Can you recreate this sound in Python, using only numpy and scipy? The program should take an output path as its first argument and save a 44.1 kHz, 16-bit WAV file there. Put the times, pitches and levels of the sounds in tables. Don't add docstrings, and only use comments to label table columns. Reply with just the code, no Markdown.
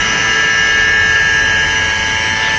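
import sys
import numpy as np
from scipy import signal
from scipy.fft import rfft, irfft
from scipy.io import wavfile
from scipy.ndimage import uniform_filter1d

SR = 44100
rng = np.random.default_rng(int(sys.argv[2]) if len(sys.argv) > 2 else 0)


def rack_gain(trim_db):
    fader = np.asarray(trim_db, float)
    return 10 ** (fader / 20)


def put_to_file(sound):
    columns = np.atleast_2d(sound).T
    safe = np.clip(columns, -1, 1)
    whole_steps = np.round(safe * 32767)
    wavfile.write(sys.argv[1], SR, whole_steps.astype(np.int16))


N = 113778
t = np.arange(N) / SR
SHAFT_HZ = 109.87


def walk(rate):
    hold = int(SR / rate)
    steps = np.repeat(rng.standard_normal(N // hold + 1), hold)
    return 1.54 * uniform_filter1d(uniform_filter1d(steps, hold), hold)[:N]


def read(table, hz):
    table = np.array(table)
    return np.interp(np.log(hz), np.log(table[:, 0]), table[:, 1])


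def curve(table):
    return rack_gain(np.interp(t, *np.array(table).T))


def rough_band(width_hz):
    return walk(width_hz) + 1j * walk(width_hz)


def tone(hz, db, echo, null_s, turns, wobble):
    phase = 2 * np.pi * (hz * t + rng.random()) + wobble
    creep = np.pi * turns * (t - null_s)
    pair = np.cos(phase - creep) - echo * np.cos(phase + creep)
    flicker_db = 0.6 * walk(20)
    return np.sqrt(2) * rack_gain(db + flicker_db) * pair


# (f/Hz, width/Hz, level/dB)
NOTCHES = [(1500, 60, -3), (2680, 50, -7), (3250, 60, -8), (3560, 90, -6), (4450, 100, -4), (6950, 50, -9)]


def roar(table, swell_db, patchy_db, rate, count):
    hz = np.maximum(np.arange(N // 2 + 1) * SR / N, 1)
    shaped = rfft(rng.standard_normal(N)) * rack_gain(read(table, hz)) * np.sqrt(SR / 2)
    notch_db = sum(db * np.exp(-((hz - f) / width) ** 2) for f, width, db in NOTCHES)
    shaped = shaped * rack_gain(notch_db)
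    low, high = table[0][0], table[-1][0]
    place = count * np.log(hz / low) / np.log(high / low)
    shaped = shaped * (place >= 0) * (place < count)
    out, swell = 0, walk(1.3)
    for k in range(count + 1):
        share = np.cos(np.pi / 2 * np.clip(place - k, -1, 1)) ** 2
        band = irfft(shaped * share, N)
        out = out + band * rack_gain(swell_db * swell + patchy_db * walk(rate))
    return out


# (f/Hz, level/dB per Hz)
RUMBLE = [(25, -53.5), (60, -52.5), (160, -54), (350, -61), (1050, -61), (1450, -56.5), (1720, -50.5),
          (2000, -56)]
# (t/s, level/dB)
BED_SWELL = [
    (0, -4),
    (.35, -3),
    (.95, -0.8),
    (1.5, -1.3),
    (2.05, 1.3),
    (2.3, -3.5),
    (2.58, -5.5),
]


def machine_rumble():
    rumble = roar(RUMBLE, 0.3, 0.7, 8, count=12)
    bed_filter = signal.butter(2, 230, fs=SR, output="sos")
    bed = signal.sosfilt(bed_filter, rumble)
    return rumble + bed * (curve(BED_SWELL) - 1)


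# (f/Hz, level/dB per Hz)
COOLANT = [(5000, -65), (5900, -61), (6300, -64.5), (6700, -70.5), (7150, -73), (7400, -89.5), (8100, -91),
           (8600, -104.0)]


def coolant_hiss():
    return roar(COOLANT, 0.68, 2.3, 16, count=14)


# (f/Hz, level/dB)
PUMP = [(296, -46), (793, -42), (943, -46), (1098.7, -46)]


def pump():
    return sum(tone(hz, db, 0.4, rng.random() * 2, 0.4, 0.5 * walk(6)) for hz, db in PUMP)


# (f/Hz, level/dB, echo share 0-1, cancels at t/s, echo turns/s)
DRIVE = [(40.3, -38.7, 0.5, 0.45, 0.54), (82.5, -38.9, 0.95, 0.4, 0.4), (99.5, -38.3, 0.3, 0.7, 0.44),
         (5255.3, -39.1, 0.45, 2.15, 0.34), (5914.8, -37.2, 0.8, 2.65, 0.64),
         (6131.7, -45.1, 0.8, 2.3, 0.22), (6274.2, -46.4, 0.5, 0.75, 0.84), (7011, -53.4, 0.95, 3.1, 0.14),
         (7770, -53.0, 0.95, 0.55, 0.08), (7879, -63.9, 0.9, 1.05, 0.22), (8538, -67.0, 0.25, 1.2, 0.78)]


def drive():
    out = 0
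    for hz, db, echo, null_s, turns in DRIVE:
        whine = tone(hz, db, echo, null_s, turns, 0.49 * walk(15))
        out = out + whine * rack_gain(2 * walk(25))
    return out


# (first f/Hz, spacing in shaft rates, level over the noise/dB, last f/Hz)
COMBS = [(3296.1, 1, 8, 4400), (4724.4, 1, 4, 5100), (5493.5, 2, 6, 6900), (4596, 2, 7, 7300),
         (7330, 1, 9, 8700)]


def faint_combs():
    trim_db, scatter_db = 1.9, 2
    out = 0
    for first, step, over_db, last in COMBS:
        for hz in np.arange(first, last, step * SHAFT_HZ):
            noise_db = read(CUTTING + COOLANT[1:], hz)
            db = noise_db + over_db + trim_db + scatter_db * rng.standard_normal()
            turns = 0.3 + 0.4 * rng.random()
            out = out + tone(hz, db + 7, 0.7, rng.random() * 2, turns, 0.3 * walk(15))
    return out


# (t/s, length/s, start f/Hz, end f/Hz, width/Hz, level/dB)
CHIPS = [
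    (2.438, .022, 3450, 3450, 800, -28),
    (2.462, .02, 3600, 3600, 1000, -29),
    (2.485, .016, 3400, 3400, 500, -24),
    (2.492, .018, 4150, 4150, 250, -28),
    (1.17, .06, 1400, 1320, 30, -27),
]


def chips():
    out = 0
    for start, length, hz0, hz1, width_hz, db in CHIPS:
        u = (t - start) / length
        turns = np.cumsum(hz0 + (hz1 - hz0) * np.clip(u + 0.5, 0, 1)) / SR
        band = np.real(rough_band(width_hz) * np.exp(2j * np.pi * turns))
        out = out + rack_gain(db) * np.exp(-2 * u ** 2) * band
    return out


def chatter():
    pitch_hz, width_hz, start_db, fade_db_per_s = 2830, 90, -29, 2.5
    ring = np.real(rough_band(width_hz) * np.exp(2j * np.pi * pitch_hz * t))
    return rack_gain(start_db - fade_db_per_s * t) * ring


# (f/Hz, level/dB per Hz)
CUTTING = [(2000, -54.5), (2500, -57.5), (2850, -53.5), (3080, -56.5), (3300, -65), (3600, -69.5),
           (4200, -66.0), (5000, -68)]


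def cutting_roar():
    tooth = 1 + 0.18 * np.cos(2 * np.pi * SHAFT_HZ * t)
    return roar(CUTTING, 0.39, 2.5, 14, count=18) * tooth


# (multiple of shaft rate, level/dB, echo share 0-1, cancels at t/s, echo turns/s)
SPINDLE = [(4, -36.3, 0.45, 2.4, 0.3), (5, -43.3, 0.4, 0.5, 0.32), (7, -46.9, 0.45, 1.1, 0.52),
           (8, -27.9, 0.85, 0.5, 0.1), (9, -38.2, 0.75, 1.05, 0.42), (11, -43.9, 0.75, 2.35, 0.14),
           (12, -26.3, 0.85, 2.1, 0.08), (15, -19.8, 0.6, 2.7, 0.32), (16, -21.5, 0.85, 2.0, 0.46),
           (17, -35.0, 0.7, 0.35, 0.4), (18, -23.0, 0.75, 1.5, 0.08), (19, -33.0, 0.55, 1.4, 0.46),
           (20, -27.6, 0.3, 1.5, 0.78), (21, -34.3, 0.5, 0.9, 0.2), (22, -41.1, 0.35, 2.3, 0.24),
           (23, -28.6, 0.7, 2.15, 0.08), (24, -41.4, 0.65, 0.55, 0.56), (25, -39.0, 0.85, 0.45, 0.46),
           (26, -30.3, 0.65, 3.05, 0.22), (27, -39.2, 0.4, 1.8, 0.54), (28, -30.4, 0.4, 0.8, 0.4),
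           (29, -45.4, 0.35, 2.45, 0.88)]


def spindle():
    trim_db, wobble_rad = 0.37, 0.12
    sway = walk(12)
    out = 0
    for k, db, echo, null_s, turns in SPINDLE:
        out = out + tone(k * SHAFT_HZ, db, echo, null_s, turns, wobble_rad * sway * k / 20)
    return rack_gain(trim_db) * out


# (t/s, level/dB)
LOAD = [
    (0, 1.65),
    (.7, -0.4),
    (1.5, 0.78),
    (2.58, 0),
]


def scene():
    noise = machine_rumble() + coolant_hiss() + cutting_roar()
    tones = pump() + drive() + faint_combs() + spindle()
    return (curve(LOAD) * noise + tones + chips() + chatter())[None]


# (f/Hz, level/dB per Hz)
COARSE = [(30, -62), (1000, -66), (2600, -53), (3400, -60), (4600, -59.5), (5900, -60), (6900, -68),
          (7500, -83), (8600, -92)]


def coarse_rounding(x, size=2048):
    top_hz, scatter_db, band_hz = 8700, 3.5, 150
    k = np.arange(size * top_hz * 2 // SR) + 0.5
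    n = np.arange(2 * size) + 0.5
    window = np.sin(np.pi * n / size / 2)[:, None]
    basis = window * np.cos(np.pi / size * np.outer(n + size / 2, k)) * np.sqrt(2 / size)
    blocks = np.pad(x, (size, 2 * size - N % size)).reshape(-1, size)
    lines = np.hstack([blocks[:-1], blocks[1:]]) @ basis
    hz = k * SR / size / 2
    luck = rng.standard_normal((len(lines), 100))[:, (hz // band_hz).astype(int)]
    step = rack_gain(read(COARSE, hz) + scatter_db * luck) * np.sqrt(SR / 2)
    rounded = np.sign(lines) * np.floor(np.abs(lines) / step + 0.4) * step
    back = rounded @ basis.T
    return (back[:-1, size:] + back[1:, :size]).ravel()[:N]


def low_pass(x):
    return signal.sosfilt(signal.butter(12, 15700, fs=SR, output="sos"), x)


def record(dry):
    softened = np.tanh(0.2 * dry[0]) / 0.2
    mix = coarse_rounding(softened)[None]
    return low_pass(mix)


dry = scene()
out = record(dry)
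put_to_file(out)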